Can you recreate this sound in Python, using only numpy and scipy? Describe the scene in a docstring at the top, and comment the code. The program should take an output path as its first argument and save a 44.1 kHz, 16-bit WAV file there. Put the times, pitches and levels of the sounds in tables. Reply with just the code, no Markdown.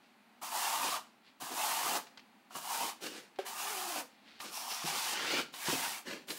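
"""Trowelling stucco under a roof overhang.

One microphone by the wall, a quiet building site behind it. A steel trowel spreads wet stucco over
mesh covered insulation board in long strokes with short scrapes between. Sand hisses under the flat
blade, coarse grit rasps under its edge, the steel rings and the hollow board rumbles. Stones crack;
the trowel clacks once on the hawk, then chatters along the wall. The overhang answers."""
import sys
import numpy as np
from scipy import signal
from scipy.fft import rfft, irfft, next_fast_len
from scipy.io import wavfile
from scipy.ndimage import map_coordinates

SR = 44100
rng = np.random.default_rng(int(sys.argv[2]) if len(sys.argv) > 2 else 0)


def wrap_up_sound(samples):
    """Save the sound to the file named by the first command line argument, as 16-bit audio."""
    columns = np.atleast_2d(samples).T
    # keep every value between -1 and 1, then stretch to whole-number steps
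    tamed = np.clip(columns, -1, 1)
    steps = np.round(tamed * 32767).astype(np.int16)
    wavfile.write(sys.argv[1], SR, steps)


N = 281358
TIME = np.arange(N) / SR


def amp(db):
    """Decibels to gain."""
    return 10 ** (np.asarray(db) / 20)


def unit(x):
    """Scale to rms 1."""
    return x / np.sqrt(np.mean(x ** 2) + 1e-20)


def along(points, hz):
    """Read (Hz, value) points on a log axis."""
    f, v = np.transpose(points)
    return np.interp(np.log(hz + 1), np.log(f + 1), v)


def wobble(rate):
    """A smooth random curve, rate knots a second."""
    return map_coordinates(rng.standard_normal(N // 8), [TIME * rate], mode="wrap")


def envelope(start, end, attack_s, release_db_per_s):
    """Rise from start, hold until end, then die away."""
    return np.clip((TIME - start) / attack_s, 0, 1) * amp(-release_db_per_s * np.maximum(TIME - end, 0))


def filtered(x, response):
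    """x times a complex response of frequency."""
    size = x.shape[-1]
    m = next_fast_len(size + SR // 4)
    return irfft(rfft(x, m) * response(np.fft.rfftfreq(m, 1 / SR)), m)[..., :size]


def coloured(x, spectrum):
    """x shaped by (Hz, dB) points, at rms 1."""
    return unit(filtered(x, lambda hz: amp(along(spectrum, hz))))


def resonate(x, modes):
    """x through a body's resonances, alternating in sign, at rms 1."""
    def response(f):
        return sum((-1) ** k * amp(db) * 1j * f * width / (hz * hz - f * f + 1j * f * width)
                   for k, (hz, width, db) in enumerate(modes))
    return unit(filtered(x, response))


def grains(per_second, spread_db):
    """Sand grains catching on steel: random impulses of unequal size."""
    catches = rng.random(N) < per_second / SR
    return unit(catches * rng.standard_normal(N) * amp(spread_db * rng.standard_normal(N)))


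def burst(t60):
    """A short crush of grains that dies away."""
    t = TIME[:SR // 4]
    return rng.standard_normal(len(t)) * amp(-60 * t / t60)


def patchy(x, depth_db):
    """The colour shifts at random as the blade meets ever new patches of the coat."""
    spectra = signal.stft(x, nperseg=1024)[2]
    patches = map_coordinates(rng.standard_normal(spectra.shape), np.indices(spectra.shape) / 4,
                              mode="wrap")
    return signal.istft(spectra * unit(amp(depth_db * patches)), nperseg=1024)[1][:N]


def add(track, s, sound, db):
    """Lay a sound into the track at time s, with its peak at db."""
    part = track[round(s * SR):][:len(sound)]
    part += amp(db) * sound[:len(part)] / np.abs(sound).max()


# the site's air, far from the microphone: (frequency [Hz], level [dB])
SITE_AIR = [(30, -46), (60, -28), (110, -23), (170, -15), (215, 0), (300, -8.5), (500, -17), (800, -8.5),
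            (1100, -13.5), (2500, -16), (3300, -21.5), (4400, -22.5), (5200, -29.5), (15000, -35)]
# tools handled between strokes: (time [s], length [s], level [dB])
RUSTLES = [(0.0, 0.089, -75), (1.224, 0.058, -64.5), (4.08, 0.17, -71), (4.238, 0.17, -60)]


def building_site():
    """A slowly shifting wash of distant noise, and a faint rustle that swells as tools are handled."""
    wash = amp(-64.5 + wobble(3.12)) * coloured(rng.standard_normal(N), SITE_AIR)
    handling = sum(amp(db) * envelope(s, s + length, attack_s=0.054, release_db_per_s=190)
                   for s, length, db in RUSTLES)
    spectrum = [(900, -3.5), (2200, 4.5), (4500, 3), (6000, -11), (15000, -30)]
    rustle = amp(1.7 * wobble(24)) * coloured(grains(per_second=6500, spread_db=0), spectrum)
    return wash + (amp(-86) + handling) * rustle


# long strokes on the wall: (lands [s], full pressure [s], lifts [s], landing against full pressure [dB],
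# fine sand [dB], coarse grit [dB], blade ring [dB], roll onto the edge [dB], late change of force [dB],
# ring pitch [Hz], ring pitch at the lift [Hz])
STROKES = [ (0.412, 0.565, 0.964, -3.5, -40.8, -39.5, -37.5, 1.5, -2, 850, 1170),
           (1.398, 1.59, 1.972, -5, -40.5, -40.5, -38.5, 1, 1, 880, 920),
           (2.537, 2.71, 2.9, -6, -42.5, -42, -40.5, 2, -2, 950, 810),
           (3.448, 3.604, 4.005, -0.5, -43.5, -42.5, -44, 0.5, -1, 820, 680),
           (4.392, 4.571, 4.84, -2.5, -49.5, -48.5, -47, 4.5, 0, 1000, 1050),
           (4.84, 4.869, 5.136, -10, -43.5, -40.5, -44, 0, 1.5, 830, 930),
           (5.142, 5.208, 5.405, -0.5, -45, -35.5, -46, 0.5, 1.5, 1380, 1400),
           (5.523, 5.672, 5.985, -9.5, -40.5, -38.5, -43, 0, -8.5, 920, 1020), ]


def long_strokes():
    """The blade lands, bears down, rolls and lifts: layer powers, ring pitch and wall contact."""
    settle_db_per_s, bear_db_per_s = 60, 125
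    touch_s, release_db_per_s, ring_hang_s = 0.023, 447, 0.0052
    bite_db, bite_s = 2, 0.019  # the ring flares as the blade bites at full pressure
    unbent_rise = 0.2  # share by which the blade rings higher before it is pressed
    power = np.zeros((4, N))  # sand, grit, blade, board
    flex_hz, on_wall = np.zeros((2, N))
    for lands, full, lifts, land_db, sand_db, grit_db, ring_db, roll_db, end_db, hz, lift_hz in STROKES:
        progress = np.clip((TIME - full) / (lifts - full), 0, 1)
        late = progress ** 3
        landing = amp(land_db - settle_db_per_s * np.maximum(TIME - lands, 0))
        bearing = amp(-bear_db_per_s * np.maximum(full - TIME, 0))
        force = np.maximum(landing, bearing) * amp(end_db * late)
        touch = envelope(lands, lifts, touch_s, release_db_per_s)
        on_wall = np.maximum(on_wall, touch)
        rub = force * touch
        bite = amp(bite_db * np.exp(-((TIME - full) / bite_s) ** 2))
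        ring = force * bite * envelope(lands, lifts + ring_hang_s, touch_s, release_db_per_s)
        roll = amp(roll_db * (progress - .5))  # rolling onto the edge trades fine sand for coarse grit
        power[:3] += np.square([amp(sand_db) * rub / roll, amp(grit_db) * rub * roll,
                                amp(ring_db) * ring])
        pitch_hz = hz * (1 + unbent_rise * (1 - bearing)) + (lift_hz - hz) * late
        flex_hz = np.where(TIME >= lands, pitch_hz, flex_hz)
    return power, flex_hz, on_wall


# sand under the flat and the tilted blade: (frequency [Hz], level [dB])
FINE_SAND = [(1200, -45), (3000, -2), (5000, 0.5), (7000, 1), (10000, 0), (15000, -4)]
COARSE_SAND = [(1200, -3), (3000, 11), (5000, 9.5), (7000, 5), (10000, -3), (15000, -71)]


def sand_hiss(tilt):
    """Sand streams under the steel; as the blade tilts the hiss loses its finest part."""
    sand = grains(per_second=30000, spread_db=1)
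    return np.sqrt(1 - tilt) * coloured(sand, FINE_SAND) + np.sqrt(tilt) * coloured(sand, COARSE_SAND)


# coarse grit in the coat: (frequency [Hz], level [dB])
GRIT = [(400, -27), (1000, -5), (1450, 2), (2100, 0.5), (2850, -0.5), (4500, -3.5), (6500, -10.5),
        (12000, -17.5)]
# resonances of the steel edge: (frequency [Hz], width [Hz], level [dB])
EDGE_MODES = [(1315, 190, -3.5), (1770, 165, -2.5), (2426, 510, -2), (3030, 420, -1), (4800, 570, -7)]


def edge_rasp():
    """Coarse grit dragged by the edge: a broad rasp and the steel's stiff resonances."""
    crunch = coloured(grains(per_second=9000, spread_db=1), GRIT)
    steel = resonate(coloured(grains(per_second=9000, spread_db=3), GRIT), EDGE_MODES)
    return unit(crunch + amp(-4.5) * steel)


# resonances of the blade: (frequency [Hz], width [Hz], level [dB])
BLADE_MODES = [(727, 160, -1.5), (982, 240, 0.5), (1243, 212, -0.5), (2960, 110, -7)]


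def blade_ring(tilt, flex_hz):
    """Steady resonances of the scraped blade, and a ring that glides as it bends and grows on edge."""
    kicks = coloured(grains(per_second=6000, spread_db=-2), [(300, -10), (700, 9), (1400, 4), (2500, -10)])
    body = resonate(kicks, BLADE_MODES)
    phase = 2 * np.pi * np.cumsum(flex_hz) / SR
    # grains keep kicking the ring, so its strength and phase wander
    ring = unit(wobble(140) * np.sin(phase) + wobble(140) * np.cos(phase))
    share = 0.2 + 0.31 * tilt
    return np.sqrt(1 - share) * body + np.sqrt(share) * ring


# resonances of the insulation board on the wall: (frequency [Hz], width [Hz], level [dB])
BOARD_MODES = [(155.5, 48, 0), (281, 74, 4), (381, 63, 4.5), (541, 101, 1)]


def board_rumble():
    """Rubbing grains shake the hollow board."""
    spectrum = [(40, -23), (130, -4), (280, 2.5), (550, 4), (1200, 2)]
    return resonate(coloured(grains(per_second=2100, spread_db=-1.5), spectrum), BOARD_MODES)


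# jolts of the blade at the wall: (time [s], board thud [dB], blade ring [dB])
JOLTS = [(0.417, -55, -42), (0.962, -62, -30.5), (1.42, -44.5, -52), (2.506, -62, -43.5), (2.552, -48, -33),
         (4.839, -35, -56), (5.682, -29, -30), (5.726, -28, -39), (5.736, -31.5, -46)]


def blade_jolts():
    """The blade jolts as it lands, rubs or lifts: the board thuds and the steel rings."""
    track = np.zeros(N)
    thud_spectrum = [(45, -17), (95, 7.5), (250, -1.5), (500, -4.5), (1500, -33)]
    for s, thud_db, ring_db in JOLTS:
        add(track, s, resonate(coloured(burst(t60=0.079), thud_spectrum), BOARD_MODES), thud_db)
        add(track, s, resonate(burst(t60=0.12), BLADE_MODES), ring_db)
    return track


# pushes against the wall: (time [s], half length [s], level [dB])
LEANS = [(0.864, 0.049, -47.5), (1.439, 0.04, -58.5), (1.529, 0.026, -49), (1.948, 0.11, -45),
         (2.835, 0.056, -51.5), (3.987, 0.029, -50), (4.948, 0.041, -48.5), (5.205, 0.094, -48),
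         (5.372, 0.082, -40.5)]


def leans():
    """Swells of pressure as the hand leans on the trowel."""
    return sum(amp(db) * np.exp(-((TIME - s) / half) ** 2) for s, half, db in LEANS)


# stones in the coat: (time [s], peak level [dB])
STONES = [(2.069, -44.5), (2.174, -40), (2.194, -43), (2.554, -46), (3.066, -32), (3.359, -50),
          (4.402, -32), (4.715, -31), (4.858, -29.5), (5.539, -35.5), (6.284, -39), (6.304, -29)]


def stone_cracks():
    """Single stones crack under the steel."""
    track = np.zeros(N)
    spectrum = [(200, 5), (1200, 16.5), (4500, 17.5), (9000, -8), (15000, -14.5)]
    for s, db in STONES:
        add(track, s, coloured(burst(t60=0.065), spectrum), db)
    return track


# scrapes on the wall: (time [s], length [s], fine sand [dB], coarse grit [dB], board [dB])
SCRAPES = [ (2.496, 0.028, -59.5, -56.5, -67), (2.536, 0.02, -48, -61, -61),
           (3.001, 0.065, -50, -45.5, -48), (3.098, 0.082, -57, -50, -54), (4.42, 0.057, -59, -47.5, -52.5),
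           (5.637, 0.062, -61, -40.5, -57), (6.045, 0.086, -55, -44, -47), (6.27, 0.037, -44, -43, -46.5),
           (6.336, 0.045, -49, -50, -67), ]


def short_scrapes():
    """The edge rubs briefly: powers of sand, grit, blade and board."""
    power = np.zeros((4, N))
    for s, length, sand_db, grit_db, board_db in SCRAPES:
        rub = envelope(s, s + length, attack_s=0.037, release_db_per_s=196)
        ring_db = grit_db - 11.5
        power += np.outer(amp([sand_db, grit_db, ring_db, board_db]), rub) ** 2
    return power


def rubbing():
    """Strokes, scrapes and leans drive four layers; the hand's uneven drag shakes them together."""
    stroke_power, flex_hz, on_wall = long_strokes()
    sand, grit, blade, board = np.sqrt(stroke_power + short_scrapes() + 1e-14)
    lean = on_wall * leans()
    grit = np.hypot(grit, amp(1) * lean)
    blade = np.hypot(blade, amp(-3.5) * lean)
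    board = np.hypot(board + lean, amp(-18.5) * sand)  # some rumble under any rubbing
    # tilted on its edge the blade meets more grit than paste: 0 flat, 1 on edge
    tilt = np.clip((20 * np.log10(grit / sand) - 2) / 7, 0, 1)
    drag = amp(.7 * wobble(28) + .5 * wobble(260))
    hiss = amp(1.5) * sand * sand_hiss(tilt)
    rumble = amp(-1) * board * board_rumble()
    rasp = amp(-2.18) * grit * patchy(edge_rasp(), depth_db=3)
    ring = amp(-1) * blade * patchy(blade_ring(tilt, flex_hz), depth_db=2)
    return drag * (hiss + rasp + ring + rumble)


# the trowel meets the hawk, the hand-held stucco tray: (time [s], peak level of the ring [dB])
CLACKS = [(3.3871, -23.5)]
# resonances of the struck trowel: (frequency [Hz], level [dB], t60 [s])
TROWEL_MODES = [(394, 0, 0.063), (560, 1.5, 0.044), (760, 7, 0.025), (1596, -9, 0.033)]


def hawk_clack():
    """The trowel clacks once on the hawk: a short ring with a dull crack."""
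    track, t = np.zeros(N), TIME[:SR // 4]
    ring = sum(amp(db - 60 * t / t60) * np.sin(2 * np.pi * hz * t) for hz, db, t60 in TROWEL_MODES)
    onset = 1 - np.exp(-t / 0.008)
    crack_spectrum = [(200, -32), (700, -5), (1700, 1), (4400, -6.5), (6000, -14), (15000, -24)]
    for s, db in CLACKS:
        add(track, s, ring * onset, db)
        add(track, s, coloured(burst(t60=0.24), crack_spectrum), db - 10.5)
    return track


def chatter():
    """The edge skips along in stick-slip: a rough, faint groan that sinks as the stroke slows."""
    start_s, end_s, fast_hz, slow_hz = 3.61, 4.02, 413, 260
    progress = np.clip((TIME - start_s) / (end_s - start_s), 0, 1)
    rate_hz = fast_hz + (slow_hz - fast_hz) * progress ** 2
    phase = 2 * np.pi * np.cumsum(rate_hz * (1 + .052 * wobble(110))) / SR
    partials = sum(amp(db + 3.1 * wobble(45)) * np.sin(k * phase) for k, db in enumerate([0, 3, -1], 1))
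    return amp(-49.5) * envelope(start_s, end_s, attack_s=0.034, release_db_per_s=401) * unit(partials)


# light passes over a thin coat: (time [s], length [s], level [dB])
LIGHT_PASSES = [(4.51, 0.082, -44.5), (4.67, 0.08, -43), (4.818, 0.26, -51)]
# high resonances of the steel: (frequency [Hz], width [Hz], level [dB])
SINGING_MODES = [(2660, 690, 0.5), (5498, 650, 6.5), (9800, 1500, -3.5), (13410, 2240, -6.5)]


def light_pass():
    """Barely damped by the thin coat, the steel sings."""
    level = sum(amp(db) * envelope(s, s + length, attack_s=0.036, release_db_per_s=130)
                for s, length, db in LIGHT_PASSES)
    return level * resonate(grains(per_second=5900, spread_db=2), SINGING_MODES)


# decay of the space under the roof: (frequency [Hz], t60 [s])
OVERHANG_DECAY = [(200, 0.52), (1000, 0.29), (4000, 0.38), (12000, 0.26)]


def overhang(x):
    """Wall and roof answer with a short diffuse tail, by a path about a metre longer."""
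    hz, t, spectra = signal.stft(rng.standard_normal(SR // 2), SR, nperseg=256)
    decay = amp(-60 * t / along(OVERHANG_DECAY, hz)[:, None])
    tail = signal.istft(spectra * decay, SR, nperseg=256)[1]
    delayed = np.pad(x, (SR // 300, 0))
    return signal.fftconvolve(delayed, tail / np.linalg.norm(tail))[:N]


def scene():
    """The trowel in front, its echo overhead and the site beyond, alike in both channels."""
    trowel = rubbing() + light_pass() + chatter() + hawk_clack() + stone_cracks() + blade_jolts()
    mono = trowel + amp(-12) * overhang(trowel) + building_site()
    return np.array([mono, mono])


def record(dry):
    """At the microphone the deep bass is thinned and nothing above the band limit is kept."""
    low_cut_hz, top_hz = 70, 15750
    return filtered(dry, lambda hz: (hz < top_hz) * hz ** 2 / np.sqrt(hz ** 4 + low_cut_hz ** 4))


dry = scene()
out = record(dry)
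wrap_up_sound(out)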